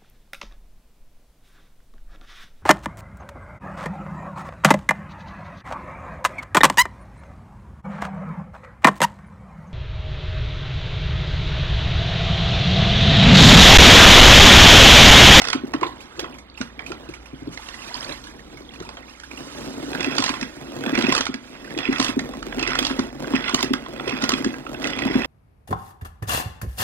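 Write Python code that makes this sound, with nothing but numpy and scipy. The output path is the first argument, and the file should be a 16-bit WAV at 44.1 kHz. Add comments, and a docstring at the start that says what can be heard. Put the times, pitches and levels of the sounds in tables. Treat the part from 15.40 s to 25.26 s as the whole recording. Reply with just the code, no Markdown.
"""A spin mop is pumped in a plastic bucket of water, lifted dripping into the basket and pumped there.
The helical rod grinds, clacks and sings in its handle and pole; the wobbling head thumps and drums on the bucket.
Filtered noise and swarms of short bubbles make spray and trickle; single drops splat and plink.
Place: a tiled room with air noise, drone and mains hum. Distance: close, the room's answer well below.
Microphone: a small camera's two ports above, spread by a widening matrix, with soft overload and a treble limit."""
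import sys
import numpy as np
from scipy import signal
from scipy.fft import rfft, irfft, next_fast_len
from scipy.io import wavfile
from scipy.ndimage import uniform_filter1d, map_coordinates

SR = 44100
rng = np.random.default_rng(int(sys.argv[2]) if len(sys.argv) > 2 else 0)


def inscribe(sig):
    """Save sig as 16-bit PCM at rate SR to the path in sys.argv[1].

    A 1-D sig is mono; a 2-D sig holds one channel per row.
    Samples are clipped to [-1, 1] before scaling.
    """
    pcm = np.round(np.clip(np.atleast_2d(sig).T, -1, 1) * 32767)
    wavfile.write(sys.argv[1], SR, pcm.astype(np.int16))


N = 434826

# Head against bucket: (time [s], level [dB], pitch [Hz])
THUMPS = [(0.149, -14.5, 283), (0.236, -18.5, 273), (0.343, -14.5, 295), (0.418, -20.5, 350),
          (0.458, -24.5, 334), (0.784, -30.5, 370), (0.825, -27, 333), (1.205, -20, 248),
          (1.502, -24.5, 336), (1.687, -29.5, 334), (1.931, -28.5, 287), (2.02, -29.5, 295),
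          (2.072, -22, 300), (3.404, -30, 356), (4.373, -25.5, 284), (4.434, -24.5, 282), (4.481, -25, 286),
          (4.597, -25, 351), (4.672, -16, 284), (4.792, -15, 280), (4.898, -20, 277), (5.023, -20.5, 252),
          (5.468, -19.5, 246), (5.527, -15, 305), (5.578, -13, 261), (5.639, -14, 255), (5.684, -13, 271),
          (5.799, -24, 270), (5.89, -19.5, 268), (5.943, -25, 264), (6.366, -20.5, 318),
          (6.488, -10.5, 272.4), (6.518, -25, 272), (6.596, -13.5, 274.5), (6.69, -17.5, 272),
          (6.768, -11, 272), (7.175, -20, 300), (7.218, -21.5, 318), (7.278, -25.5, 358),
          (7.416, -19.5, 275), (7.506, -18.5, 271), (7.589, -12, 264), (7.937, -10, 265), (8.137, -15, 273),
          (8.234, -17, 273), (8.307, -12.5, 276), (8.333, -20, 271), (8.67, -21, 382), (8.731, -18.5, 264),
          (8.832, -16.5, 270), (8.93, -15, 266), (9.004, -19.5, 285), (9.045, -19, 285),
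          (9.062, -11.5, 261), (9.443, -26, 280), (9.571, -24, 310), (9.612, -26, 283), (9.656, -13, 244),
          (9.7, -15.5, 302), (9.754, -7, 257)]
# Rod and rim contacts: (time [s], level [dB], strongest pitch [Hz], crack relative to the level [dB])
CLACKS = [(0.018, -16.5, 2590, -5.5), (0.051, -26.5, 1450, 1), (0.072, -20, 1970, -8),
          (0.085, -17, 1410, -6), (0.101, -18, 3350, -7.5), (0.13, -8, 1480, -12.5),
          (0.336, -15, 1106, -17), (0.411, -24.5, 1220, -11), (0.43, -12.5, 990, -27),
          (0.794, -22.5, 3280, -3), (0.802, -31, 3400, -10), (0.842, -23.5, 1300, -36),
          (1.213, -21.5, 1470, -7.5), (1.392, -22, 2300, -28), (1.518, -21, 1366, -16),
          (2.174, -28.5, 2070, -9.5), (2.286, -28, 2740, -6), (2.693, -27.5, 1650, -10),
          (3.402, -30, 1068, -9.5), (3.49, -26, 886, -10.5), (3.57, -23.5, 1890, -26),
          (3.799, -39.5, 1710, 1.5), (4.531, -22.5, 1590, -14), (4.549, -19, 1650, -16),
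          (4.606, -18, 3450, -10.5), (4.629, -18.5, 2570, -14), (4.644, -17, 2630, -13),
          (4.751, -28, 1670, -3), (4.766, -23, 3440, -8), (4.782, -14, 1155, -3),
          (4.823, -15.5, 1040, -6.5), (4.862, -20, 1930, -3.5), (4.88, -22, 1050, -8),
          (4.892, -17.5, 1043, -6), (4.939, -16.5, 1054, -22), (5.012, -25, 1900, -2.5),
          (5.028, -19, 1620, -17.5), (5.437, -22, 1560, -25), (5.462, -20, 1770, -24),
          (5.478, -24, 1530, -27), (5.493, -21, 1640, -20), (5.552, -16.5, 2350, -11),
          (5.576, -16, 2710, -12), (5.588, -15.5, 2560, -13), (5.61, -18, 2520, -13),
          (5.623, -20.5, 2560, -7), (5.64, -16, 2220, -21), (5.667, -16.5, 2550, -13),
          (5.691, -18.5, 2070, -9), (5.723, -10.5, 1093, -7), (5.75, -13.5, 1260, -6),
          (5.764, -14, 2720, -8), (5.778, -21.5, 1180, 0.5), (5.786, -23, 1190, -8),
          (5.808, -20.5, 1150, 0.5), (5.854, -24, 1920, -3.5), (5.866, -17, 1410, -9.5),
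          (5.941, -21.5, 1650, -8), (6.376, -18, 2530, -12.5), (6.453, -19.5, 2580, -20),
          (6.527, -17.5, 2180, -15), (6.599, -14.5, 1160, -3), (6.645, -17, 3300, -3.5),
          (6.792, -16, 1830, -11), (6.936, -27, 1030, -15), (7.027, -25, 1304, -10),
          (7.125, -21.5, 1590, -29), (7.194, -22, 2600, -6), (7.227, -20, 2610, -5.5),
          (7.275, -15.5, 2630, -10), (7.353, -13.5, 1390, -12.5), (7.389, -10.5, 3430, -8),
          (7.426, -20.5, 1120, -7), (7.467, -24.5, 2700, 0.5), (7.592, -16, 1080, -9),
          (7.843, -23, 1490, -32), (7.879, -30, 1580, -31), (7.935, -20, 1080, -23),
          (7.956, -19.5, 2000, -13), (8.081, -19, 2050, -14), (8.145, -12.5, 1040, -2),
          (8.19, -17, 1120, -15), (8.207, -24, 1000, -4), (8.228, -21, 2610, 1.5),
          (8.244, -21.5, 1970, -11), (8.335, -11, 1613, -12.5), (8.462, -22.5, 1030, -27),
          (8.597, -19, 1324, -35), (8.678, -24, 2500, -6), (8.694, -18.5, 2640, -12),
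          (8.822, -19.5, 1380, -3), (8.839, -14.5, 1150, -6), (8.892, -15.5, 1040, -1.5),
          (8.919, -17.5, 1140, -7), (8.937, -13, 3230, -16), (8.979, -23.5, 1230, -12),
          (9.045, -17.5, 1670, -7), (9.14, -23.5, 1620, -19), (9.265, -23.5, 1350, -34),
          (9.346, -22, 1520, -34), (9.421, -23, 1960, -14), (9.442, -16.5, 2570, -14),
          (9.471, -21.5, 2600, -4.5), (9.502, -22, 1990, -10), (9.533, -18, 2400, -38),
          (9.589, -16, 1960, -15), (9.741, -21.5, 1500, -26), (9.819, -21, 1940, -17),
          (9.845, -16.5, 1834, -20), (0.042, -15, 2550, -18), (4.802, -24, 1040, -2),
          (4.84, -15.5, 1030, -3), (6.387, -19, 2540, -13.5), (6.583, -27, 1080, -2),
          (6.613, -21, 1060, -5.5), (6.626, -19.5, 2720, -3.5), (6.664, -20, 3340, -21),
          (6.682, -19.5, 2660, -11), (7.307, -23.5, 1550, -8), (7.449, -18.5, 3330, -4),
          (8.094, -17.5, 1470, -11), (8.861, -28, 2600, -23), (8.904, -16.5, 1110, -25),
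          (9.452, -21, 2110, -26), (9.62, -17, 2520, -27), (9.71, -24, 1980, -32)]
# Brightest contacts, short treble flashes: (time [s], relative level [dB])
SNAPS = [(0.7991, -28), (6.6467, -32), (7.3903, -21), (8.1459, -23), (8.2275, -24), (8.333, -28),
         (8.8393, -32), (8.8922, -26)]
# Single drops: (time [s], relative level [dB], bubble pitch [Hz])
DRIPS = [(0.4656, -23, 3440), (0.605, -27, 2380), (0.9413, -29, 2050), (0.9845, -27.5, 1950),
         (1.1752, -25.5, 2450), (1.4637, -21, 2320), (1.6888, -25.5, 2490), (1.7374, -24, 2100),
         (1.858, -28, 2350), (2.3403, -23.5, 1800), (2.419, -29, 2500), (2.505, -28, 873),
         (2.546, -23, 904), (2.601, -26, 1550), (2.628, -21.5, 2850), (2.682, -24.5, 515),
         (2.7236, -19.5, 3750), (2.839, -26, 3660), (2.869, -26, 1530), (2.992, -32.5, 1730),
         (3.1714, -28, 2000), (3.3374, -25.5, 2510), (3.4233, -25.5, 1260), (3.449, -30.5, 860),
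         (3.835, -25.5, 1450), (3.913, -24, 2260), (3.9739, -24, 2530), (6.2438, -29, 1660),
         (6.274, -32, 1430), (6.313, -28.5, 1600)]
# Resonances of handle, metal pole and bucket: (frequency [Hz], width [Hz], relative level [dB])
HANDLE_MODES = [(907, 257, 4), (1055, 210, 6.5), (1354, 270, 6), (1940, 370, 6.5), (2587, 320, 3.5),
                (3313, 190, -0.5), (4030, 510, -10), (5250, 300, -5)]
POLE_MODES = [(730, 89, -5), (1435, 42, -2.5), (1979, 79, 2), (2606, 130, 2), (3396, 156, -2.5),
              (5040, 40, -13.5)]
BUCKET_MODES = [(121.7, 30, -8), (162, 32, -7), (215, 17.7, -1.5), (272.5, 56.3, 0.5), (354, 53.6, -1),
                (512, 254, -8.5)]
# Noise colours of rubbing, cracks, spray and room air: (frequency [Hz], relative density [dB per Hz])
SCRAPE_SPECTRUM = [(240, -11), (400, 2), (1360, -1.5), (1940, -2.5), (3060, -8), (3380, -9.5),
                   (4370, -17.5), (5180, -24), (12000, -35), (15600, -72), (22000, -120)]
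CRACK_SPECTRUM = [(2500, 2.5), (4500, 2.5), (6000, -2), (9000, -12), (12000, -22.5), (15800, -53)]
SPRAY_SPECTRUM = [(290, -40), (500, -28), (866, -8.5), (1060, -7), (2420, -12), (5660, -18.5),
                  (12000, -27.5), (14700, -54), (15800, -64)]
AIR_SPECTRUM = [(13, -25), (22, -4), (59, 4), (166, -5), (224, 3), (293, 0.5), (662, -18), (1690, -18.5),
                (2110, -55), (3630, -16), (8000, -84), (10400, -60), (17600, -120)]
# Low tones of the room: (time [s], drone level [dB], mains hum level [dB])
DRONE_AND_HUM = [(0.0, -49, -59), (0.3, -68, -54.5), (1.73, -57, -46.5), (2.83, -49, -55.5),
                 (3.35, -58, -50), (5.74, -74, -54), (5.88, -62, -66), (7.17, -41, -48.5), (9.11, -57, -56),
                 (9.86, -41, -43)]
# Decay of the tiled room: (frequency [Hz], t60 [s])
ROOM_T60 = [(200, 0.36), (2000, 0.34), (10000, 0.099)]
# Sound common to both ports: (frequency [Hz], shared part of the power [0 to 1])
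ALIKE = [(60, .995), (400, .995), (700, .97), (1500, .85), (2700, .55), (3300, .75), (5000, .85),
         (8000, .62), (12000, .3), (15000, .3)]
# Phase between the ports: (frequency [Hz], left leads by [radians])
LEAD = [(20, .08), (45, .15), (90, .38), (260, 1.1), (1460, 1.5), (2000, 1.7), (2900, 3.1), (3400, 3.35),
        (6000, 3.14), (16000, 3.14)]
# Balance of the ports: (frequency [Hz], left minus right [dB])
TILT = [(60, -1), (110, -1.5), (200, -1), (380, 0.5), (700, -1), (1290, -6), (2380, -14), (4400, -8),
        (8120, -3.5), (15000, -7.5)]
# Rod at work: (time [s], share [1 while driven, 0 while the head soaks and drains])
ROD_DRIVEN = [(0, 1), (.16, 1), (.25, 0), (4.45, 0), (4.53, 1), (9.86, 1)]
# One push of the handle a row: (push starts [s], bottoms out [s], grind and boom faded [s], can precede the bottom,
# grind at the start [dB], grind at the bottom [dB], boom [dB], boom once faded [dB], spray [dB])
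STROKES = [(-0.3, 0.04, 0.19, -36, -37.5, -45, -45, -54),
           (4.58, 4.806, 5.09, -36.5, -31.5, -33.5, -44, -40),
           (5.54, 5.744, 5.65, -29, -28, -32.5, -59, -39), (6.397, 6.599, 6.76, -36, -31, -38.5, -39, -35),
           (7.186, 7.367, 7.72, -35, -31.5, -35.5, -39, -40),
           (7.93, 8.13, 8.33, -34.5, -28.5, -35.5, -39.5, -35),
           (8.68, 8.88, 9.28, -30.5, -37, -36, -37.5, -44), (9.421, 9.952, 10.1, -34, -33, -34, -37, -42)]
# Head soaks, drains and starts to turn: (time [s], trickle level [dB], boom level [dB], spray level [dB])
SOAK = [(0.2, -52, -44.5, -102), (0.47, -49, -42.5, -62), (0.7, -49, -59, -60), (0.82, -46, -40.5, -46),
        (0.99, -53, -51, -86), (1.23, -54.5, -89, -53), (1.37, -52, -46.5, -66), (1.64, -48, -45.5, -56.5),
        (1.89, -52, -60, -65), (2.11, -49, -49, -58.5), (2.25, -54.5, -56, -46.5), (2.5, -42, -46, -44),
        (2.72, -40, -41, -48), (2.79, -68, -50.5, -51), (2.94, -55, -46, -59.5), (3.75, -49.5, -51.5, -56),
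        (3.84, -70, -56, -48.5), (3.98, -53, -42, -47.5), (4.25, -70, -41.5, -46), (4.5, -52, -34.5, -41)]

# load builds before the push, full rattle after the bottom, last fade of the grind to idle
GRIP_S, RATTLE_S, LET_GO_S = 0.24, 0.1, 0.084
# grind just before the push under its start, once faded under its bottom level; between strokes
GRIP_DB, FADED_DB, IDLE_DB = 11, 21.5, -53
# spray between strokes at the first spin in the basket, its fall, its rise before the bottom
MIST_DB, DRYING_DB_PER_S, FLING_S = -51, 4, 0.21
SLACK_DB, FREE_S = 5, 0.13  # the grind drops while the ratchet freewheels, this long after the bottom
# the head leaves the water; unevenness of the spray before and after
LIFT_S, SLOP_DB, STEADY_DB = 2.15, 3.5, 2
# floor thud of a -18 dB blow; dB per dB of blow; more while the head is heavy
THUD_DB, THUD_GROWS, WET_THUD_DB = -39, 0.65, 8
HEAVY_FROM_S, HEAVY_TO_S = 1.6, 3.5  # the soaked head is hauled out and set down
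LEAD_IN_S = 0.001  # a contact starts to rub this long before it bites
SNAP_T60_S, SNAP_HZ, POLE_DB = 0.01, 8400, -45  # a snap's decay and lower edge; pole ring under all contacts
SING_DB, SING_S = -45, 0.048  # level and half-width in time of the pole's note
FULL_SCALE, TOP_HZ = 0.97, 15800  # overload ceiling; highest frequency kept


def amp(db):
    """dB to gain."""
    return 10 ** (np.asarray(db) / 20)


def unit(x):
    """x at rms 1."""
    return x / np.sqrt(np.mean(x ** 2) + 1e-20)


def along(points, hz):
    """(Hz, value) points interpolated on a log frequency axis."""
    f, v = np.transpose(points)
    return np.interp(np.log(hz + 1), np.log(f + 1), v)


def curves(rows):
    """One value per sample for each column after the time."""
    s, *cols = np.transpose(rows)
    return [np.interp(np.arange(N) / SR, s, c) for c in cols]


def wobble(rate):
    """A smooth random curve, rate knots a second."""
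    coarse = np.arange(0, N + 32, 32)
    knots = rng.standard_normal(int(N * rate / SR) + 4)
    return np.interp(np.arange(N), coarse, map_coordinates(knots, [coarse * rate / SR]))


def filtered(x, response):
    """x times a complex response of frequency."""
    m = next_fast_len(N + SR // 2)
    return irfft(rfft(x, m) * response(np.fft.rfftfreq(m, 1 / SR)), m)[..., :N]


def coloured(x, spectrum):
    """x through a (Hz, dB) spectrum, at rms 1."""
    return unit(filtered(x, lambda hz: amp(along(spectrum, hz))))


def rung(x, modes):
    """x through a body's resonances, neighbours in opposite phase, at rms 1."""
    def response(f):
        return sum((-1) ** k * amp(db) * 1j * f * width / (centre ** 2 - f ** 2 + 1j * f * width)
                   for k, (centre, width, db) in enumerate(modes))
    return unit(filtered(x, response))


def ticks(rate, spread_db):
    """Random impulses, rate a second, of scattered strength."""
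    there = rng.random(N) < rate / SR
    sign = np.sign(rng.standard_normal(N))
    return there * sign * amp(spread_db * np.clip(rng.standard_normal(N), -2, 2))


def bubbles(start, hz, gain, cycles, size):
    """One bubble per start time: a soft onset, then a pitch that rises as it dies."""
    t = np.arange(size) / SR
    age = hz[:, None] * t / cycles
    swell_and_die = 4.5 * age * np.exp(-2.5 * age)
    ring = gain[:, None] * np.sin(2 * np.pi * hz[:, None] * t * (1 + 0.07 * age)) * swell_and_die
    at = (start * SR).astype(int)[:, None] + np.arange(size)
    return np.bincount(at.ravel(), ring.ravel(), N)[:N]


def swarm(count, centre_hz, cycles, spread_db, size):
    """Many bubbles at random times, of scattered pitch and strength, at rms 1."""
    start = rng.random(count) * N / SR
    pitch, bulk = rng.standard_normal((2, count))
    hz = np.clip(centre_hz * np.exp(0.5 * pitch), 500, 12000)
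    return unit(bubbles(start, hz, amp(spread_db * bulk), cycles, size))


def background():
    """Room air as coloured noise, plus a low drone that comes and goes and mains hum as wavering sines."""
    drone_db, hum_db = curves(DRONE_AND_HUM)
    turn = 2 * np.pi / SR
    drone = amp(drone_db + 1.3 * wobble(3.4)) * np.sin(turn * np.cumsum(41 + 2.5 * wobble(5.0)))
    hum = amp(hum_db + 1.8 * wobble(10)) * np.sin(turn * np.cumsum(59.5 + 1.12 * wobble(8.2)))
    air = amp(-51.0 + 2.0 * wobble(3.15)) * coloured(rng.standard_normal(N), AIR_SPECTRUM)
    return air + drone + hum


def pumping():
    """Levels of grind, boom and spray in dB: each stroke grips, pushes, rattles and fades."""
    grind_points, boom_points, spray_points = [], [], []
    first_spin = STROKES[1][1]
    for push, bottom, faded, bite_db, grind_db, boom_db, faded_boom_db, spray_db in STROKES:
        mist_db = MIST_DB - DRYING_DB_PER_S * (bottom - first_spin)
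        grind_points += [(push - GRIP_S, IDLE_DB), (push - 0.01, bite_db - GRIP_DB), (push, bite_db),
                         (bottom, grind_db), (bottom + RATTLE_S, grind_db),
                         (faded, grind_db - FADED_DB), (faded + LET_GO_S, IDLE_DB)]
        boom_points += [(push - GRIP_S / 2, boom_db), (bottom, boom_db),
                        (bottom + 0.05, (boom_db + faded_boom_db) / 2),
                        (faded, faded_boom_db), (faded + 0.1, faded_boom_db)]
        spray_points += [(bottom - FLING_S, mist_db), (bottom + RATTLE_S, spray_db), (faded, mist_db)]
    return curves(grind_points) + curves(boom_points) + curves(spray_points)


def grind():
    """The rod chatters along the helix: about 70 ratchet teeth a second bunch the slips that ring the handle."""
    turn = np.cumsum(70 + 14 * wobble(25)) / SR
    teeth = amp(2.26 * wobble(60)) * (0.5 + np.exp(-4.5 * (turn % 1)))
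    slips = rung(teeth * ticks(1200, spread_db=2.5), HANDLE_MODES)
    scrape = teeth * coloured(rng.standard_normal(N), SCRAPE_SPECTRUM)
    rubbing = rng.standard_normal(N) + 4 * ticks(600, spread_db=0.5)
    whirr = rung(teeth * rubbing, POLE_MODES)  # the pole rings along
    return unit(amp(1.6 * wobble(22)) * (slips + 0.5 * unit(scrape) + 0.84 * whirr))


def handle():
    """Grind, slacker while the ratchet freewheels just after each bottom."""
    t = np.arange(N) / SR
    free = sum((t > bottom) & (t < bottom + FREE_S) for _, bottom, *_ in STROKES)
    return amp(-SLACK_DB * free) * grind()


def boom(level_db):
    """Every small jolt of the turning head drums on the bucket's resonances."""
    jolts = ticks(130, spread_db=4.5) + 0.053 * rng.standard_normal(N)
    return amp(level_db + 2.17 * wobble(25)) * rung(jolts, BUCKET_MODES)


def water(level_db):
    """Fine spray hisses as noise and fizzes as tiny bubbles against the wall."""
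    hiss = coloured(rng.standard_normal(N) + 3 * ticks(900, spread_db=3.5), SPRAY_SPECTRUM)
    fizz = swarm(count=2500, centre_hz=5140, cycles=2.7, spread_db=2.5, size=150)
    uneven_db = np.where(np.arange(N) < LIFT_S * SR, SLOP_DB, STEADY_DB)
    flicker_db = uneven_db * (wobble(16) + 0.67 * wobble(50))
    return amp(level_db + flicker_db) * (hiss + 0.12 * fizz)


def clacks():
    """Milliseconds of chatter ring the handle's nearest modes, rasp and crack; slosh and gurgle if undriven."""
    out, t = np.zeros(N + SR), np.arange(SR // 8) / SR
    hz, width, level = np.transpose(HANDLE_MODES)[:, :, None]
    bright = coloured(rng.standard_normal(N + SR), CRACK_SPECTRUM)
    dull = coloured(rng.standard_normal(N + SR), SCRAPE_SPECTRUM)
    swell = (t / 0.0025 * np.exp(1 - t / 0.0023)) ** 2
    fade = amp(-60 * t / 0.13) * (1 - np.exp(-t / 0.0076))
    splinter = swell + 0.41 * fade * amp(-60 * t / 0.28)
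    slosh = amp(-60 * t / 0.15) * (1 - np.exp(-t / 0.0016))
    gurgle = swarm(count=2000, centre_hz=1150, cycles=10, spread_db=4, size=600)
    own_shape = (1 - np.exp(-(t / 0.0024) ** 2)) * amp(-60 * t / 0.026)
    sign = (-1) ** np.arange(len(HANDLE_MODES))[:, None]  # neighbouring modes move in opposition
    rings = sign * np.sin(2 * np.pi * hz * t) * np.exp(-np.pi * width * t)
    for s, db, top_hz, crack_db in CLACKS:
        first = round((s - LEAD_IN_S) * SR)
        at = slice(first, first + len(t))
        draw = rng.standard_normal((len(HANDLE_MODES), 1))
        chatter = rng.laplace(size=400) * swell[:400]
        # modes lose 11 dB per octave away from the contact's pitch
        gain = amp(level + 2.5 * draw - 11 * np.abs(np.log2(hz / top_hz)))
        ring = signal.fftconvolve(chatter, gain[:, 0] @ rings)[:len(t)]
        ring = ring / np.max(np.abs(ring))
        wet = 1 - np.interp(s, *np.transpose(ROD_DRIVEN))
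        own = np.sin(2 * np.pi * top_hz * t) * own_shape  # the struck part's own ring
        crack = amp(crack_db) * np.resize(bright[at], len(t)) * splinter
        rasp = 0.068 * np.resize(dull[at], len(t)) * (fade + 2.0 * wet * slosh)
        gurgling = 0.11 * wet * np.resize(gurgle[at], len(t)) * slosh
        out[at] += amp(db) * (0.68 * ring + 1.15 * own + rasp + crack + gurgling)
    return out[:N]


def snaps():
    """The brightest contacts flash as treble noise; every contact rubs the pole and leaves it ringing."""
    t = np.arange(SR // 50) / SR

    def impulses(rows):
        return np.bincount([round(row[0] * SR) for row in rows], [amp(row[1]) for row in rows], N)

    flash = signal.fftconvolve(impulses(SNAPS), amp(-60 * t / SNAP_T60_S) * (1 - np.exp(-t / 0.0012)))[:N]
    treble = filtered(rng.standard_normal(N), lambda f: f > SNAP_HZ)
    rub = signal.fftconvolve(impulses(CLACKS), amp(-60 * t / 0.0084))[:N] * rng.standard_normal(N)
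    return 2.4 * flash * treble + amp(POLE_DB) * rung(rub, POLE_MODES)


def thumps():
    """A soft blow swells over about a cycle, then the bucket's air rings out; part goes into the floor."""
    out, t = np.zeros(N + SR), np.arange(SR // 6) / SR
    hold = amp(-60 * np.maximum(t - 0.011, 0) / 0.014) + 0.15 * amp(-60 * t / 0.089)
    onset = 1 - np.exp(-t / 0.0028)
    for s, db, hz in THUMPS:
        overtone = amp(rng.normal(-9.5, 2.54)) * np.sin(2 * np.pi * 1.247 * hz * t)
        ring = np.sin(2 * np.pi * hz * t) + overtone
        heavy = HEAVY_FROM_S < s < HEAVY_TO_S
        thud_db = THUD_DB + WET_THUD_DB * heavy + THUD_GROWS * (db + 18.0) - db  # relative to the blow
        floor = sum(np.sin(2 * np.pi * low_hz * np.exp(rng.normal(0, 0.07)) * t) for low_hz in (118, 160))
        thud = amp(thud_db - 60 * t / 0.2) * floor
        out[round(s * SR):][:len(t)] += amp(db) * (ring * hold + thud) * onset
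    return out[:N]


def trickle():
    """Water runs off the strands: drops patter on a wet rush, bubbles burble; smoother before the lift."""
    lifted = np.arange(N) > LIFT_S * SR
    rush = amp(0.4 * wobble(43)) * coloured(rng.standard_normal(N), SCRAPE_SPECTRUM)
    drops = swarm(count=2000, centre_hz=2500, cycles=9, spread_db=5, size=450)
    patter = drops * amp(4 * wobble(18))  # drops come in clumps
    burble = swarm(count=1500, centre_hz=950, cycles=11, spread_db=4, size=700)
    return unit(np.where(lifted, 0.3, 0.95) * rush + np.where(lifted, 1.1, 0.45) * patter + 0.64 * burble)


def drips():
    """Single drops: a noisy splat on the surface with the bubble's rising plink."""
    s, db, hz = np.transpose(DRIPS)
    hits = np.bincount((s * SR).astype(int), amp(db), N)
    puff = signal.fftconvolve(hits, amp(-60 * np.arange(SR // 10) / SR / 0.15))[:N]
    splat = 0.11 * puff * coloured(rng.standard_normal(N), SPRAY_SPECTRUM)
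    return splat + 0.5 * bubbles(s, hz, amp(db), cycles=12, size=2500)


def singing():
    """Late in each push after the first, the rod rubs one mode of the pole into a narrow, wavering note."""
    t = np.arange(N) / SR
    swell = sum(np.exp(-((t - bottom + 0.028) / SING_S) ** 4) for _, bottom, *_ in STROKES[1:])
    return amp(SING_DB + 3.7 * wobble(30)) * swell * rung(rng.standard_normal(N), POLE_MODES[1:2])


def room(x):
    """The tiled room's answer: a noise tail, 300 samples late, each frequency dying at its own speed."""
    hz, t, z = signal.stft(rng.standard_normal(SR // 2), SR, nperseg=256)
    tail = signal.istft(z * amp(-60 * t / along(ROOM_T60, hz)[:, None]), SR, nperseg=256)[1]
    return signal.fftconvolve(np.pad(x, (300, 0)), tail / np.linalg.norm(tail))[:N]


def ports(x):
    """Both ports share the bass; toward the treble each adds its own share, its phase drifting in time and pitch."""
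    z = signal.stft(x, nperseg=256, noverlap=192)[2]
    drift = uniform_filter1d(rng.standard_normal((2, *z.shape)), size=5, axis=1)
    drift = uniform_filter1d(drift, size=48, axis=2)
    own = 1.125 * signal.istft(z * np.exp(3j * unit(drift)), nperseg=256, noverlap=192)[1][:, :N]
    shared = filtered(x, lambda hz: np.sqrt(along(ALIKE, hz)))
    return shared + filtered(own, lambda hz: np.sqrt(1 - along(ALIKE, hz)))


def scene():
    """Mop, bucket and water in the room, as they reach the two ports."""
    trickle_db, *soaking = curves(SOAK)
    grind_db, *driven = pumping()
    rod, = curves(ROD_DRIVEN)
    boom_db, spray_db = (rod * a + (1 - rod) * b for a, b in zip(driven, soaking))
    churn = rod * amp(grind_db) * handle() + (1 - rod) * amp(trickle_db) * trickle()
    mop = churn + boom(boom_db) + water(spray_db) + drips() + thumps() + clacks() + snaps() + singing()
    return ports(mop + amp(-12.5) * room(mop) + background())


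def record(dry):
    """The matrix turns and tilts the ports apart, their mean kept flat; then soft overload and the band limit."""
    def matrix(hz):
        side = np.array([[1], [-1]])  # left, right
        turn = amp(side * along(TILT, hz) / 2) * np.exp(0.5j * side * along(LEAD, hz))
        alike = along(ALIKE, hz)
        shared_power = alike * np.abs(turn.sum(axis=0)) ** 2
        own_power = (1 - alike) * np.sum(np.abs(turn) ** 2, axis=0)
        return turn / (np.sqrt(shared_power + own_power) / 2)

    x = filtered(dry, matrix)
    x = x / (1 + np.abs(x / FULL_SCALE) ** 6) ** (1 / 6)  # soft overload
    return filtered(x, lambda hz: hz < TOP_HZ)


dry = scene()
out = record(dry)
inscribe(out)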